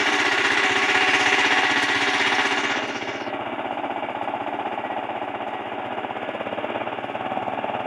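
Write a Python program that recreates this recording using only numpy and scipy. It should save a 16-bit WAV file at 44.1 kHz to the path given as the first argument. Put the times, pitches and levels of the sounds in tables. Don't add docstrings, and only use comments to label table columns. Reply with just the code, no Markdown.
import sys
import numpy as np
from scipy import signal
from scipy.fft import rfft, irfft, next_fast_len
from scipy.io import wavfile
from scipy.ndimage import uniform_filter1d, map_coordinates

SR = 44100
rng = np.random.default_rng(int(sys.argv[2]) if len(sys.argv) > 2 else 0)


def dump_mix(stems):
    frames = np.atleast_2d(stems).T
    limited = np.clip(frames, -1, 1)
    pcm = np.round(limited * 32767).astype(np.int16)
    wavfile.write(sys.argv[1], SR, pcm)


N = 346626
TIME_S = np.arange(N) / SR

# (time [s], firings [1/s])
SPEED = [(0, 15.753), (.5, 15.749), (1, 15.973), (1.8, 16.002), (2.7, 15.981), (3.1, 15.724), (3.5, 15.764),
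         (4, 15.886), (4.6, 15.98), (5.3, 15.938), (5.9, 15.888), (6.2, 16.472), (6.6, 17.16), (7, 17.877),
         (7.4, 18.415), (7.86, 18.76)]
# (time [s], opening [0-1])
THROTTLE = [(5.8, 0.29), (5.97, 0.61), (6.3, 0.87), (6.72, 1), (6.9, 0.75), (7.25, 1), (7.62, 0.98),
            (7.86, 1)]
# (time [s], level [dB])
HARDNESS = [(0, -1.5), (1.6, 1), (2.75, 0), (2.95, -8), (3.25, -4), (3.5, -2.5), (4, 1), (4.6, 2.5),
            (5.2, 0), (5.9, -1), (6.35, -6), (7, -9), (7.35, 8), (7.86, 3)]
# (time [s], screening [0-1])
SCREEN = [(2.5, 0.21), (2.76, 0.42), (2.84, 0.66), (3.15, 0.76), (3.36, 1)]
# (time [s], distance [m])
DISTANCE = [(0, 4.17), (1.2, 4.12), (7.86, 8.44)]
# (frequency [Hz], level [dB], decay [s], lag [s])
CRACK = [(815, 0, 0.0028, 0.0003), (690, -10, 0.0025, 0.0003)]
# (position [cycles], level re crack [dB])
SLAPS = [(-.23, -10.5), (-.145, -11), (0.073, -12)]
# (frequency [Hz], level [dB], t60 [s])
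BLOCK = [(625, -12.5, 0.053), (672, -8, 0.046), (749, -3.5, 0.31), (780, -10, 0.092), (865, -7.5, 0.2),
         (1025, -13, 0.11), (1104, -14.5, 0.12), (1250, -17.5, 0.056), (1357, -20.5, 0.16)]
# (frequency [Hz], level [dB], t60 [s])
FRAME = [(236, -24, 0.12), (287.8, -2, 0.18), (308, -24, 0.063), (366.4, -2.5, 0.15), (397.4, -2, 0.21),
         (434, -15.5, 0.13)]
# (frequency [Hz], level [dB], decay [s], lag [s])
BARK = [(205, -5, 0.012, -0.0078), (255, 1.5, 0.0041, -.0012), (390, -21, 0.005, -.0005),
        (578, -4, 0.0051, 0)]
# (time [s], pitch [Hz], peak at nearest point [dB])
PIPE = [(0, 790, -20), (2.1, 820, -27), (2.9, 750, -26), (3.8, 691.5, -18), (4.6, 689.4, -20.5),
        (5.5, 720, -16), (5.86, 779, -22), (5.94, 805, -9), (6.17, 796, -11), (6.27, 593, -12.5),
        (6.65, 617, -9.5), (6.95, 740, -11), (7.15, 736, -9.5), (7.35, 732, -11.5), (7.6, 690, -7),
        (7.86, 693, -10.5)]
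# (frequency [Hz], density [dB/Hz])
CLATTER_OPEN = [(60, -58), (160, -35), (240, -8.5), (400, 3), (560, -23.5), (780, -1.5), (1100, 1),
                (1350, -4.5), (1900, 6), (2300, -1.5), (2800, 0.5), (3300, -5), (3900, -8.5), (4600, -14.5),
                (6000, -68)]
CLATTER_SCREENED = [(60, -36), (160, -17), (240, 6.5), (400, 7.5), (510, 2.5), (620, 12), (850, 9.5),
                    (1020, 2.5), (1400, 1.5), (1900, -7), (2400, -2.5), (2900, -3.5), (3500, -16.5),
                    (3950, -43), (5000, -69)]
# (time [s], half length [s], centre [Hz], half width [octaves], level [dB])
VIEWS = [(1.15, 0.42, 2480, 0.24, 3.5), (2.0, 0.37, 3870, 0.25, 3.5), (3.08, 0.25, 1053, 0.43, -4)]
# (frequency [Hz], width [Hz], level [dB])
COVERS = [(1112, 14, -12.5), (1434, 31, -11), (1704, 24, -13), (1912, 7.7, -14.5), (2061, 53, -16.5),
          (2283, 17, -10.5), (2430, 16, -16), (2838, 13, -12), (3670, 17, -21.5)]
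# (frequency [Hz], density [dB/Hz])
SIZZLE_SPECTRUM = [(3000, -36.5), (4100, -1.5), (5200, 3), (6500, -1.5), (7600, -9), (8400, -9.5),
                   (8900, -19.5), (9500, -13), (10300, -18.5), (10800, -22.5), (12500, -32), (15800, -32)]
GRIT_SPECTRUM = [(3000, -5.5), (4100, -0.5), (5500, 1.5), (7200, 1), (8700, -6.5), (10500, -2), (11800, -8),
                 (13000, -15), (15800, -19)]
# (time [s], cutoff [Hz])
SIZZLE_CUT = [(2.4, 16500), (2.72, 8300), (3.2, 6770), (3.36, 3200)]
# (time [s], half length [s], level [dB])
SQUEALS = [(1.55, 0.26, -27), (1.938, 0.035, -28.5), (3.336, 0.051, -42.5), (4.45, 0.16, -50),
           (4.873, 0.09, -42), (5.588, 0.14, -48.5)]
# (time [s], level [dB])
STONES = [(1.828, -33.5), (2.88, -51), (4.747, -68), (6.172, -71)]
# (frequency [Hz], density [dB/Hz])
AIR = [(20, -6), (55, -3), (120, 0.5), (400, -10), (3000, -37)]
# (at nearest point [dB], added when screened [dB], added at full throttle [dB])
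CRACK_DB = (-32.5, 5, -9.5)
BLOCK_DB = (-30.5, -0.8, -5)
FRAME_DB = (-30, -2, -10.5)
THUMP_DB = (-50.5, 1.5, 7)
BARK_DB = (-44.5, 2.5, 17)
CLATTER_DB = (-21.5, -9, 5.5)
COVERS_DB = (-25.5, -17.5, 3)
SIZZLE_DB = (-36, -13, 3)
GRIT_DB = (-61, -3.5, 3.5)

START_CYCLES = -.2576
FIRING_CYCLES, STROKE_CYCLES, BARK_CYCLES, THUMP_CYCLES = -.324, -.19, -.066, -.03
THUMP_DB_PER_HARDNESS_DB = 0.084
TICK_DB, TICK_THROTTLE_DB = -17, 11
WAVER_DB, WAVER_PER_S = 0.6, 4
SQUEAL_HZ, SQUEAL_WANDER_HZ = 1927, 11
AIR_DB = -72
EDGE_HZ = 15750


def knock(cycles, screen, throttle):
    firing = blows(cycles, FIRING_CYCLES, vary_db=1.2, jitter_s=.00006)
    crack = puff(firing, CRACK, swell_cycles=1.4)
    for position, db in SLAPS:
        slap = blows(cycles, position, vary_db=1.5, jitter_s=0.00024)
        crack = crack + gain_of(db) * puff(slap, CRACK, swell_cycles=1.06)
    crack = colour(crack, [(300, -13), (550, -2), (1000, -1), (1500, 0), (3000, -7), (4000, -29.5)])

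    loose = rattle(cycles, repeat=0.12, rise_cycles=0.09, decay_cycles=0.45, rest_db=-8, vary_db=0.3)
    pulses = blows(cycles, BARK_CYCLES, vary_db=3.5, jitter_s=.0001)
    block_drive = (1 - throttle) * evened(firing) + throttle ** 2 * evened(pulses) + 0.51 * loose
    block = ring(block_drive, BLOCK, rise_s=0.01)

    stroke = blows(cycles, STROKE_CYCLES, vary_db=1.5, jitter_s=.0001)
    frame = ring(evened(stroke) + 0.5 * loose, FRAME, rise_s=0.0031)
    frame = colour(frame, [(170, -21), (235, -1.5), (430, -0.5), (520, -24.5)])

    combustion = part_gain(CRACK_DB, screen, throttle) * crack
    combustion = combustion + part_gain(BLOCK_DB, screen, throttle) * block
    hardness_db = curves(HARDNESS)[0]
    return gain_of(hardness_db) * combustion + part_gain(FRAME_DB, screen, throttle) * frame


def exhaust(cycles, screen, throttle):
    thump_clicks = blows(cycles, THUMP_CYCLES, vary_db=1.8, jitter_s=.00005)
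    thump = puff(thump_clicks, [(120.3, 0, 0.008, 0.0016)], swell_cycles=0.83)
    thump = colour(thump, [(45, -17.5), (80, -4.0), (130, -0.5), (165, -23.5), (300, -22.5)])
    thump = gain_of(THUMP_DB_PER_HARDNESS_DB * curves(HARDNESS)[0]) * evened(thump)

    pulses = blows(cycles, BARK_CYCLES, vary_db=1.1, jitter_s=.00007)
    bark = puff(pulses, BARK, swell_cycles=0.99)
    bark = colour(bark, [(100, -21.0), (165, -16.5), (205, -7), (1000, -8.5), (3000, -13), (4000, -37.0)])

    pipe = tailpipe(pulses, swell_cycles=1.15, decay_s=.0029)
    pipe = colour(pipe, [(1500, -3), (3000, -4), (4000, -28)])
    silencer = part_gain(THUMP_DB, screen, throttle) * thump + part_gain(BARK_DB, screen, throttle) * bark
    return silencer + pipe


def tailpipe(clicks, swell_cycles, decay_s):
    hz, db = curves(PIPE)
    t = np.arange(-512, 1536) / SR
    out = np.zeros(N + len(t))
    for i in np.flatnonzero(clicks):
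        fade = np.where(t < 0, (t * hz[i] / swell_cycles) ** 2, t / decay_s)
        tone = np.exp(-fade) * np.cos(2 * np.pi * hz[i] * t)
        out[i:i + len(t)] -= clicks[i] * gain_of(db[i]) * tone
    return out[t.searchsorted(0):][:N]


def clatter(cycles, screen, throttle):
    drive = rattle(cycles, repeat=0.16, rise_cycles=0.08, decay_cycles=0.64, rest_db=-0.8, vary_db=0.8)
    drive = evened(tinny(drive, decay_s=.004, wet=.3))

    t = np.arange(SR // 6) / SR
    sing = 0
    for hz, width_hz, db in COVERS:
        mode = np.exp(-np.pi * width_hz * t) * np.cos(2 * np.pi * hz * t)
        tone = evened(signal.oaconvolve(drive, mode)[:N])
        sing = sing + gain_of(db + 1.5 * drift(3.5)) * tone
    sing = colour(sing, [(500, -33.5), (1000, 2.0), (3700, -2.0), (4200, -24)])

    in_open = evened(colour(drive, CLATTER_OPEN))
    screened = evened(colour(drive, CLATTER_SCREENED))
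    gear = (1 - screen) * in_open + screen * screened
    for s, half_s, hz, octaves, db in VIEWS:
        band = [(hz * 2 ** (k * octaves), -3 * k ** 4) for k in np.linspace(-2, 2, 9)]
        view_gain = gain_of(db * np.exp(-((TIME_S - s) / half_s) ** 2))
        gear = gear + (view_gain - 1) * colour(gear, band)
    return part_gain(CLATTER_DB, screen, throttle) * gear + part_gain(COVERS_DB, screen, throttle) * sing


def sizzle(cycles, screen, throttle):
    cut_hz = curves(SIZZLE_CUT)[0]
    drive = rattle(cycles, repeat=0.033, rise_cycles=0.26, decay_cycles=0.57, rest_db=-4.5, vary_db=1.5)
    drive = tinny(drive, decay_s=.005, wet=.5)
    hz, s, z = signal.stft(evened(colour(drive, SIZZLE_SPECTRUM)), SR, nperseg=256)
    z = z / (1 + (hz[:, None] / np.interp(s, TIME_S, cut_hz)) ** 12)
    patches = uniform_filter1d(rng.standard_normal(z.shape), size=4, axis=0)
    patches = evened(uniform_filter1d(patches, size=25, axis=1))
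    z = z * gain_of(1.76 * patches)
    return part_gain(SIZZLE_DB, screen, throttle) * signal.istft(z, SR, nperseg=256)[1][:N]


def grit(cycles, screen, throttle):
    fizz = rattle(cycles, repeat=0.14, rise_cycles=.25, decay_cycles=0.6, rest_db=-2, vary_db=3.0)
    fizz = tinny(fizz, decay_s=.005, wet=.55)
    tick = np.exp(-((cycles + 0.076) % 1) / .04) * rng.standard_normal(N)
    drive = evened(fizz) + gain_of(TICK_DB + TICK_THROTTLE_DB * throttle) * evened(tick)
    return part_gain(GRIT_DB, screen, throttle) * evened(colour(drive, GRIT_SPECTRUM))


def squeal():
    swell = sum(gain_of(db) * np.exp(-((TIME_S - s) / half_s) ** 2) for s, half_s, db in SQUEALS)
    broken = gain_of(3.2 * drift(45))
    phase = 2 * np.pi * np.cumsum(SQUEAL_HZ + SQUEAL_WANDER_HZ * drift(70)) / SR
    return swell * evened(broken * np.sin(phase))


def stones():
    bursts = 0
    for s, db in STONES:
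        age_s = TIME_S - s
        fade = np.where(age_s < 0, -age_s / 0.0046, age_s / 0.015)
        bursts = bursts + gain_of(db) * np.exp(-fade)
    spectrum = [(300, -43), (4000, 2), (6500, 3), (8400, 1), (9200, -8), (10300, 4), (11300, -15), (15000, -22)]
    return bursts * evened(colour(rng.standard_normal(N), spectrum))


def open_air():
    return gain_of(AIR_DB) * evened(colour(rng.standard_normal(N), AIR))


def blows(cycles, at, vary_db, jitter_s):
    index = np.flatnonzero(np.diff(np.floor(cycles - at)) > 0)
    size, late = rng.standard_normal((256, 2))[:len(index)].T
    place = np.clip(index + np.round(late * jitter_s * SR).astype(int), 0, N - 1)
    clicks = np.zeros(N)
    np.add.at(clicks, place, gain_of(vary_db * size))
    return clicks


def ring(drive, modes, rise_s):
    t = np.arange(SR // 3) / SR
    tone = sum(gain_of(db - 60 * t / t60) * np.sin(2 * np.pi * hz * t) for hz, db, t60 in modes)
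    return evened(signal.oaconvolve(drive, tone * (1 - np.exp(-(t / rise_s) ** 2)))[:N])


def puff(clicks, modes, swell_cycles):
    shape = 0
    for hz, db, decay_s, lag_s in modes:
        t = np.arange(-2048, 2049) / SR - lag_s
        fade = np.where(t < 0, (t * hz / swell_cycles) ** 2, t / decay_s)
        shape = shape - gain_of(db) * np.exp(-fade) * np.cos(2 * np.pi * hz * t)
    return evened(signal.oaconvolve(clicks, shape, "same"))


def rattle(cycles, repeat, rise_cycles, decay_cycles, rest_db, vary_db):
    same = 0
    for k in range(3):
        pattern = irfft(np.exp(2j * np.pi * rng.random(320)), 8192)
        repeated = np.interp(cycles % 1, np.arange(8192) / 8192, pattern)
        same = same + repeated * np.cos(TIME_S * 0.74 + k * np.pi / 3)
    share = np.clip(repeat, 0, 1)
    impacts = np.sqrt(share) * evened(same) + np.sqrt(1 - share) * rng.standard_normal(N)
    age = (cycles + 0.37) % 1
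    flare = (1 - np.exp(-age / rise_cycles)) * np.exp(-(age / decay_cycles) ** 2)
    envelope = gain_of(rest_db) + flare * gain_of(vary_db * drift(20))
    return evened(impacts * envelope * gain_of(1.0 * drift(125)))


def tinny(x, decay_s, wet):
    t = np.arange(SR // 20) / SR
    sheet = rng.standard_normal(len(t)) * np.exp(-t / decay_s)
    return evened(x) + wet * evened(signal.oaconvolve(x, sheet)[:N])


def part_gain(part_db, screen, throttle):
    open_db, screened_db, throttle_db = part_db
    waver_db = WAVER_DB * drift(WAVER_PER_S)
    return gain_of(open_db + screened_db * screen + throttle_db * throttle + waver_db)


def colour(x, points):
    hz, db = np.transpose(points)
    size = next_fast_len(N + 4096)
    f = np.fft.rfftfreq(size, 1 / SR)
    gain = gain_of(np.interp(np.log(f + 1), np.log(hz), db))
    return irfft(rfft(x, size) * gain, size)[:N]


def drift(per_s):
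    knots = rng.standard_normal(1024)
    return evened(map_coordinates(knots, [TIME_S * per_s + 2], order=2, mode="wrap"))


def curves(rows):
    s, *columns = np.transpose(rows)
    return [np.interp(TIME_S, s, c) for c in columns]


def evened(x):
    return x / np.sqrt(np.mean(x ** 2) + 1e-20)


def gain_of(db):
    return 10 ** (np.asarray(db) / 20)


def scene():
    cycles = START_CYCLES + np.cumsum(curves(SPEED)[0]) / SR
    throttle = np.clip(curves(THROTTLE)[0], 0, 1)
    screen = np.clip(curves(SCREEN)[0], 0, 1)
    distance_m = curves(DISTANCE)[0]
    parts = (knock, exhaust, clatter, sizzle, grit)
    tiller = sum(part(cycles, screen, throttle) for part in parts)
    return (tiller * distance_m.min() / distance_m + squeal() + stones() + open_air())[None]


def record(dry):
    lowpass = signal.firwin(1023, EDGE_HZ, window=("kaiser", 9), fs=SR)
    return signal.oaconvolve(dry, lowpass[None], "same")


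dry = scene()
out = record(dry)
dump_mix(out)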